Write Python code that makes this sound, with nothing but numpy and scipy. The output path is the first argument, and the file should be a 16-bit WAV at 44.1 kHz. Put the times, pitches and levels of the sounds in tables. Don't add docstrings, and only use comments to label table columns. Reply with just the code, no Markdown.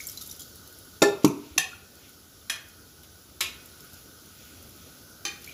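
import sys
import numpy as np
from scipy import signal
from scipy.fft import rfft, irfft
from scipy.io import wavfile
from scipy.ndimage import uniform_filter1d, map_coordinates

SR = 44100
rng = np.random.default_rng(int(sys.argv[2]) if len(sys.argv) > 2 else 0)


def elevation(decibels):
    levels = np.asarray(decibels, float)
    return 10 ** (levels / 20)


def inscribe(sig):
    pcm = np.round(np.clip(np.atleast_2d(sig).T, -1, 1) * 32767)
    wavfile.write(sys.argv[1], SR, pcm.astype(np.int16))


N = 243985

# f/Hz, level/dB (per Hz)
HUM_COLOUR = [(15, -64), (33, -26), (42, -12.5), (86, 1.5), (114, -5.5), (175, -7), (209, -8), (244, -5),
              (453, -11), (895, -20.5), (954, -23), (1100, -21), (1430, -45), (2420, -120)]
HISS_COLOUR = [(900, -12), (1150, -46), (1800, -14.5), (2520, -22), (3020, -10.5), (4030, -9), (5500, -6.5),
               (7200, -9), (8200, -19), (9600, -15), (10600, -5.5), (11100, -9), (14000, -11.5),
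               (15400, -8.5), (15650, -28)]
WHISTLE_COLOUR = [(1080, -16), (1200, -10.5), (1290, -2.5), (1350, -10), (1450, -0.5), (1540, -5.5),
                  (1700, -21.5)]
RUSTLE_COLOUR = [(700, -47), (1500, -7), (2500, 4.5), (3800, 1.5), (5000, -6.5), (7000, -6), (9000, -28)]
# t/s, level/dB
STEAM_PRESSURE = [(0.0, -61.5), (0.95, -63), (1.2, -70), (1.32, -65.5), (1.99, -66), (3.43, -63.5),
                  (3.54, -63), (5.08, -62.5), (5.53, -62)]
# t/s, length/s, level/dB
FINGER_STROKES = [(0, 0.46, -67), (1.198, 0.11, -50.5), (1.3, 0.39, -62), (1.96, 0.19, -59.5),
                  (2.895, 0.017, -64), (3.031, 0.027, -60), (3.1, 0.32, -83), (3.6, 0.53, -67.5),
                  (3.928, 0.12, -69), (4.154, 0.62, -63), (4.333, 0.79, -74), (4.655, 0.42, -66.5),
                  (5.297, 0.54, -54.5)]

# t/s, level/dB, f/Hz, t60/s, pitch rise/1
BUBBLES = [(.003, -29.5, 2205, 0.025, 0.03), (.02, -39, 2220, 0.021, 0.024),
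           (.014, -34.5, 6440, 0.02, 0.091), (0.053, -33, 6140, .012, .04), (.069, -27, 7200, 0.017, 0.14),
           (0.086, -32, 5300, 0.018, 0.07), (.096, -30, 5600, 0.015, 0.18),
           (.174, -33.5, 3940, 0.042, 0.088), (.213, -38.5, 3650, 0.031, 0.027),
           (.293, -39.5, 3660, 0.028, 0.051), (0.312, -29, 5600, 0.013, 0.17), (.35, -40, 5000, .015, .02),
           (0.399, -43.5, 3300, 0.061, 0.021), (1.276, -29, 2450, 0.018, 0), (1.51, -45, 75, 0.45, 0),
           (1.564, -32, 314, 0.082, 0), (1.718, -44, 1370, .05, 0.02), (1.731, -37.5, 1410, 0.059, 0.02),
           (2.415, -50, 3530, 0.03, 0.028), (3.033, -53, 3000, 0.027, 0), (3.033, -51, 3800, .02, 0.026),
           (3.806, -41, 5260, .015, 0.0051), (5.475, -36.5, 2280, 0.081, 0.093),
           (5.489, -37, 2400, 0.046, 0), (5.493, -45, 2850, 0.03, 0.08), (5.503, -52, 2420, .07, 0)]
# t/s, peak level/dB, level of the duller part/dB, fizz f/Hz
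SPRINKLES = [(.006, -32.5, 4, 14000), (.037, -33, -7, 10700), (.07, -19, -19, 12500),
             (.076, -23, -18, 12400), (.0874, -32, -1, 14900), (.0974, -28, -13, 11600),
             (0.116, -30, -24, 11900), (.1264, -34, -19, 11600), (.143, -49, -5, 11100),
             (.174, -28.5, 3.5, 13000), (0.211, -31, 2, 10900), (.216, -30.5, 2, 11500),
             (.223, -25, -5, 14500), (.2364, -33, -16, 12500), (0.262, -33, -1, 12300),
             (0.2744, -28, -17, 12400), (0.297, -34, 2, 11500), (.314, -28, -1, 14000),
             (.326, -32, -9, 11000), (.364, -35, -13, 13000), (.3945, -34, -15, 14900),
             (0.396, -31.5, 3.5, 10900), (.405, -32, -1, 10600), (.408, -31, -2, 12400),
             (0.418, -38, 13, 14900), (.4224, -36, -8, 11900), (.4294, -45, 9, 11600)]
# t/s, peak level/dB, level of the duller part/dB
STRAND_RELEASES = [(0.557, -33.5, -11), (.675, -36.5, -3), (.787, -34.5, -16), (.849, -38, -28),
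                   (1.235, -39, 7), (1.28, -28, -14), (1.953, -40, 0), (2.0931, -41, -16),
                   (2.686, -41, -15), (3.034, -40, -6), (3.6583, -34, -17), (3.8065, -37, -12),
                   (3.847, -39, -23), (3.9335, -36, -1), (3.9414, -37, -2), (4.2592, -44, -16),
                   (4.298, -51, -8), (4.453, -41, -3), (4.626, -36, -16), (4.693, -41, -12),
                   (4.762, -39.5, -11), (5.42, -37, -18), (5.4442, -35, 5), (5.462, -34, -20),
                   (5.478, -38, -20), (5.495, -38, -15), (5.502, -41, -18), (.726, -38, -26)]
# share of the fizz f/1, level/dB
FIZZ_COLOUR = [(.55, -13), (.8, -12), (1.0, -7.5), (1.25, -7), (1.7, -29)]
# f/Hz, level/dB (per Hz)
DULL_COLOUR = [(2500, -34), (4000, -4), (6000, -2.5), (7500, -1.5), (8500, -39)]
CONTACT_COLOUR = [(6000, -24), (10000, -12), (13000, 6), (15300, 7), (15700, -20)]

# t/s, peak level/dB, crack level over the ring/dB, crack t60/s, room level/dB
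BLOWS = [
    (1.0191, -11, 7, 0.043, -7),
    (1.2443, -2.5, -6, 0.034, -8),
    (1.5784, -14.5, 7, 0.026, -5),
    (2.4971, -22, 8, 0.022, -1),
    (3.406, -18.5, 7, 0.029, -0.5),
    (5.2509, -30, 12, 0.016, 2.5),
]
# delay/s, level over the knock/dB
FAR_RIM = [(0.0031, -3), (.003, -7), (.0035, 5.5), (.0045, -2), (.0035, 4.5), (.003, 9)]
# f/Hz, level/dB, t60/s
LID_RING = [(181, -1.5, 0.037), (258, -4, 0.099), (329, 2.5, 0.1), (398, 8, 0.062), (537, -4.5, 0.092),
            (649, -0.5, 0.071), (807, -3.5, 0.06), (1023, -15, 0.17), (1393, -9, 0.12),
            (1757, -12.5, 0.075), (2110, -18.5, 0.099), (2580, -0.5, 0.027), (3675, -7, 0.057),
            (4430, -10.5, 0.054), (5600, -11.5, 0.087), (6800, -3.5, 0.025), (7500, -10.5, 0.075), ]
CUPBOARD_RING = [(145.6, -13, 0.175), (205, -1, 0.053), (291, 7.5, 0.039), (338, -16, 0.088),
                 (394, -9, 0.12), (244.3, -15, 0.18)]
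PLATE_A_RING = [(153, -19.5, 0.13), (234, -30, 0.045), (785, -10, 0.012), (1100, -2, 0.022),
                (1835, -7, 0.033), (2536, 0, 0.036), (2503, -19, 0.21), (1510, -10.5, 0.021),
                (3240, -12.5, 0.1), (3640, -12, 0.09), (4260, -8.5, 0.045), (5330, -3, 0.019),
                (6130, 6, 0.023), (7100, -5.5, 0.036), (7887, -19, 0.11), (10770, -8, 0.052)]
PLATE_B_RING = [(840, -32, 0.034), (1186, -9.5, 0.021), (398, -41, 0.068), (1778, -2.5, 0.029),
                (2470, -3, 0.039), (2860, -29, 0.038), (3294, -9.5, 0.04), (4180, -0.5, 0.023),
                (4000, -6.5, 0.024), (5130, -3.5, 0.025), (5940, -5.5, 0.031), (7000, -11.5, 0.085),
                (10320, -11, 0.049)]
PLATE_C_RING = [(322, -17, 0.055), (1280, -6, 0.019), (1776, -14.5, 0.082), (2503, -14.5, 0.11),
                (2650, -16, 0.018), (3300, -10, 0.096), (4010, -5.5, 0.059), (5400, -17, 0.015),
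                (5860, -8, 0.02), (7110, -2.5, 0.018), (9750, -11, 0.026)]
PLATE_D_RING = [(332, -9, 0.066), (817, -15, 0.14), (1210, 3, 0.021), (1840, -9, 0.074),
                (2443, -13.5, 0.25), (2603, -1.5, 0.033), (3130, -4, 0.11), (3950, -16, 0.018),
                (4500, -6.5, .02), (5350, -8, 0.017), (6130, 8, 0.021), (7010, -1, 0.019)]
# f/Hz, level/dB (per Hz)
CRACK_COLOURS = [
    [(59, -58), (100, -5), (386, -7), (1290, -14), (1760, -19), (1920, -31), (2420, -16.5), (3120, -21),
     (5750, -21), (15500, -28)],
    [(450, -35), (600, 10), (850, 11.5), (1300, 2), (1900, -10), (2500, -5.5), (4500, -6), (6900, -1.5),
     (8500, -9.5), (11000, -12), (15500, -6)],
    [(88, -51), (150, -38), (781, -2.5), (1340, -28), (1800, 2.5), (2140, -18), (2500, -4), (5650, -10),
     (6230, -13), (15500, -14)],
    [(120, -53), (200, -15), (1330, -7), (1740, 2), (2060, -7), (3240, 5.5), (4580, -12), (5110, -5.5),
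     (10400, -5.5), (15500, -19)],
    [(120, -46), (200, -17), (1230, -11.5), (1510, -19), (1710, -10), (2090, -10), (2800, -4.5),
     (3300, -6.5), (4000, -7), (4600, -14), (5200, -5.5), (6000, -10.5), (8500, -14), (11800, -15),
     (15500, -12)],
    [(120, -35), (200, -1), (1230, -17), (1560, -6), (1780, -8), (2170, -6), (3070, -1.5), (3800, -3),
     (4900, -5.5), (7500, -10.5), (12500, -19.5), (15500, -17), (16500, -14)],
]
# t/s, level/dB, f/Hz, t60/s
ROCKING = [(1.033, -16, 1762, 0.12), (1.08, -33.5, 1760, 0.19), (1.044, -14, 403, 0.29),
           (1.05, -22.5, 819, 0.19), (1.026, -26, 2126, 0.065), (1.5825, -17, 6130, 0.026),
           (1.596, -27, 6000, 0.034), (1.644, -42, 6050, 0.067), (1.583, -24, 2650, .03),
           (1.586, -28, 1840, 0.084), (1.605, -30, 1830, 0.063), (1.638, -29, 2550, 0.056),
           (1.639, -32, 1830, .07), (1.677, -45, 2500, 0.044), (1.714, -46, 2490, 0.077),
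           (2.5, -29, 1760, 0.054), (2.503, -31, 3270, .03), (2.528, -27, 2455, 0.06),
           (2.532, -37, 4048, 0.076), (2.535, -34, 3290, 0.075), (2.56, -39, 1750, 0.045),
           (2.56, -41, 2487, .04), (2.52, -46, 5146, .12), (3.41, -29, 4037, .04),
           (3.413, -33, 3320, 0.046), (3.424, -26, 3330, 0.064), (3.44, -35, 2360, 0.069),
           (3.46, -30.5, 2450, 0.1), (3.485, -43, 1744, .04), (3.415, -33, 1774, 0.1),
           (5.2525, -33, 4000, 0.033), (5.264, -40, 6050, .025), (5.329, -54, 3180, 0.087),
           (5.265, -41, 2444, .05), (5.273, -39, 3050, 0.066), (5.286, -29, 2444, 0.081),
           (5.329, -39, 2490, .05)]

# f/Hz, t60/s
ROOM_T60 = [(150, 0.36), (600, 0.43), (2500, 0.36), (6000, 0.24), (12000, 0.19)]
# delay/s, level/dB
WALL_ECHOES = [(.0037, -7), (0.011, -8.5), (0.0194, -11), (0.0287, -17), (.0365, -19), (0.0603, -18)]
# f/Hz, level/dB
MIC_PORT = [(200, -1), (7300, 2.5), (8400, -4), (9500, 1.5), (10600, 3.5), (12000, 3.5), (15600, -11),
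            (15900, -14), (16300, -31)]


def unit(x):
    return x / np.sqrt(np.mean(x ** 2) + 1e-20)


def along(points, hz):
    f, value = np.transpose(points)
    return np.interp(np.log(hz + 1), np.log(f + 1), value)


def coloured(x, spectrum):
    hz = np.fft.rfftfreq(len(x), 1 / SR)
    inside = (hz >= spectrum[0][0]) & (hz <= spectrum[-1][0])
    return unit(irfft(rfft(x) * elevation(along(spectrum, hz)) * inside, len(x)))


def patchy(depth_db):
    z = signal.stft(rng.standard_normal(N), nperseg=512)[2]
    patches = uniform_filter1d(rng.standard_normal(z.shape), size=5, axis=0)
    patches = uniform_filter1d(patches, size=8, axis=1)
    return signal.istft(z * elevation(depth_db * unit(patches)), nperseg=512)[1][:N]


def wobble(rate):
    points = rng.standard_normal(int(N * rate / SR) + 4)
    return map_coordinates(points, [np.arange(N) * rate / SR])


def swell(t, rise_s):
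    return 1 - np.exp(-t / rise_s)


def add(track, s, sound):
    part = track[round(s * SR):][:len(sound)]
    part += sound[:len(part)]


def kitchen(x, wet_db):
    hz, t, z = signal.stft(rng.standard_normal(SR * 3 // 4), SR, nperseg=256)
    t60 = along(ROOM_T60, hz)[:, None]
    fade = elevation(-60 * t / t60) + elevation(-19 - 60 * t / (2.68 * t60))
    tail = signal.istft(z * fade, SR, nperseg=256)[1]
    tail *= swell(np.arange(len(tail)) / SR, 0.0037)
    answer = elevation(wet_db) * tail / np.linalg.norm(tail)
    answer[0] += 1
    for s, db in WALL_ECHOES:
        answer[round(s * SR)] += elevation(db + wet_db)
    return signal.fftconvolve(x, answer)


def house_hum():
    level_db = -54.5
    return elevation(level_db + 0.75 * wobble(rate=3.07)) * coloured(patchy(depth_db=1.3), HUM_COLOUR)


def steam_hiss(drag):
    t = np.arange(N) / SR
    steamer_db, stirred_db = -53.5, -17.5
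    sizzle_db, sizzle_t60_s = -51, 2
    steam = elevation(steamer_db) + elevation(sizzle_db - 60 * t / sizzle_t60_s) + elevation(stirred_db) * drag
    return steam * coloured(patchy(depth_db=1.5), HISS_COLOUR)


def steamer_whistle():
    over_pressure_db = 1.5
    pressure_db = np.interp(np.arange(N) / SR, *np.transpose(STEAM_PRESSURE))
    return elevation(over_pressure_db + pressure_db) * coloured(patchy(depth_db=2.0), WHISTLE_COLOUR)


def finger_drag():
    drag = np.full(N, elevation(-69.5))
    for s, length_s, db in FINGER_STROKES:
        add(drag, s, elevation(db) * np.hanning(round(length_s * SR)))
    return drag


def noodle_rustle(drag):
    grains = patchy(depth_db=0.0) * elevation(2.7 * rng.standard_normal(N))
    return drag * coloured(grains, RUSTLE_COLOUR)


def gain_dip():
    t = np.arange(N) / SR
    dip_db, from_s, to_s, fall_s, rise_s = -2, 1.1, 3.5, 0.15, 0.06
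    down = np.clip((t - from_s) / fall_s, 0, 1) * np.clip((to_s - t) / rise_s, 0, 1)
    return elevation(dip_db * down)


def background():
    drag = finger_drag()
    steady = house_hum() + steam_hiss(drag)
    return gain_dip() * steady + steamer_whistle() + noodle_rustle(drag)


def bubble_drops():
    out, t = np.zeros(N), np.arange(SR // 8) / SR
    for s, db, hz, t60, climb in BUBBLES:
        tone = np.sin(2 * np.pi * hz * (t + climb * t * t / t60))
        add(out, s, elevation(db - 60 * t / t60) * swell(t, 0.00044) * tone)
    return out


def spatter():
    out, t = np.zeros(N), np.arange(SR // 8) / SR
    strand_fizz_hz, spatter_s = 11800, 0.02
    contact_db, contact_t60_s = 5.5, 0.0027
    for s, db, dull_db, fizz_hz in SPRINKLES + [row + (strand_fizz_hz,) for row in STRAND_RELEASES]:
        clicks = rng.standard_normal((2, len(t))) * elevation(2.4 * rng.standard_normal((2, len(t))))
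        fizz = coloured(clicks[0], [(share * fizz_hz, level) for share, level in FIZZ_COLOUR])
        dull = elevation(dull_db - 3.5) * coloured(clicks[1], DULL_COLOUR)
        puff = elevation(db - 5.5 - 46 * t / spatter_s) * swell(t, 0.0014)
        add(out, s - .001, puff * (fizz + dull))
        contact = elevation(db + contact_db - 60 * t / contact_t60_s) * (1 - np.exp(-(t / 0.00032) ** 2))
        add(out, s, contact * coloured(clicks[1], CONTACT_COLOUR))
    return out


def wet_sounds():
    bubbles = bubble_drops()
    near = 0.3 * bubbles
    out = kitchen(bubbles - near + spatter(), wet_db=-7.0)[:N] + near
    return irfft(rfft(out) * (np.fft.rfftfreq(N, 1 / SR) < 15700), N)


def object_ring(modes, rise_s):
    t = np.arange(SR // 2) / SR
    ring = np.zeros(len(t))
    for hz, level, t60 in modes:
        build_s = 0.32 * min(rise_s, .004) + .5 / hz
        ring -= elevation(level - 60 * t / t60) * swell(t, build_s) * np.sin(2 * np.pi * hz * t)
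    return ring


def rocking_objects():
    out, t = np.zeros(N), np.arange(SR // 2) / SR
    for s, db, hz, t60 in ROCKING:
        add(out, s, elevation(db - 60 * t / t60) * swell(t, 0.0047) * np.sin(2 * np.pi * hz * t))
    return out


def knocks():
    out, t = np.zeros(N), np.arange(SR // 2) / SR
    far_rim_t60_s = 0.0073
    objects = [LID_RING, CUPBOARD_RING, PLATE_A_RING, PLATE_B_RING, PLATE_C_RING, PLATE_D_RING]
    for blow, (late_s, late_db), modes, colour in zip(BLOWS, FAR_RIM, objects, CRACK_COLOURS):
        s, db, crack_db, t60, wet_db = blow
        rise_s = 0.14 * t60
        ring = object_ring(modes, rise_s)
        rattle = coloured(rng.standard_normal(len(t)), colour)
        crack = elevation(crack_db - 60 * t / t60) * rattle * (1 - np.exp(-(t / rise_s) ** 2))
        add(out, s, elevation(db) * kitchen(0.63 * ring + crack, wet_db))
        far_click = elevation(db + late_db - 60 * t / far_rim_t60_s) * swell(t, 0.00032)
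        add(out, s + late_s, far_click * rattle[::-1])
        add(out, s, elevation(db) * 0.3 * ring)
    out += rocking_objects()
    low_cut_hz = 105
    return signal.sosfilt(signal.butter(2, low_cut_hz, "high", fs=SR, output="sos"), out)


def scene():
    close = wet_sounds() + knocks()
    port = elevation(along(MIC_PORT, np.fft.rfftfreq(N, 1 / SR)))
    return (background() + irfft(rfft(close) * port, N))[None]


def roll_off(x):
    return signal.sosfilt(signal.butter(12, 16800, fs=SR, output="sos"), x)


def record(dry):
    return roll_off(dry)


dry = scene()
out = record(dry)
inscribe(out)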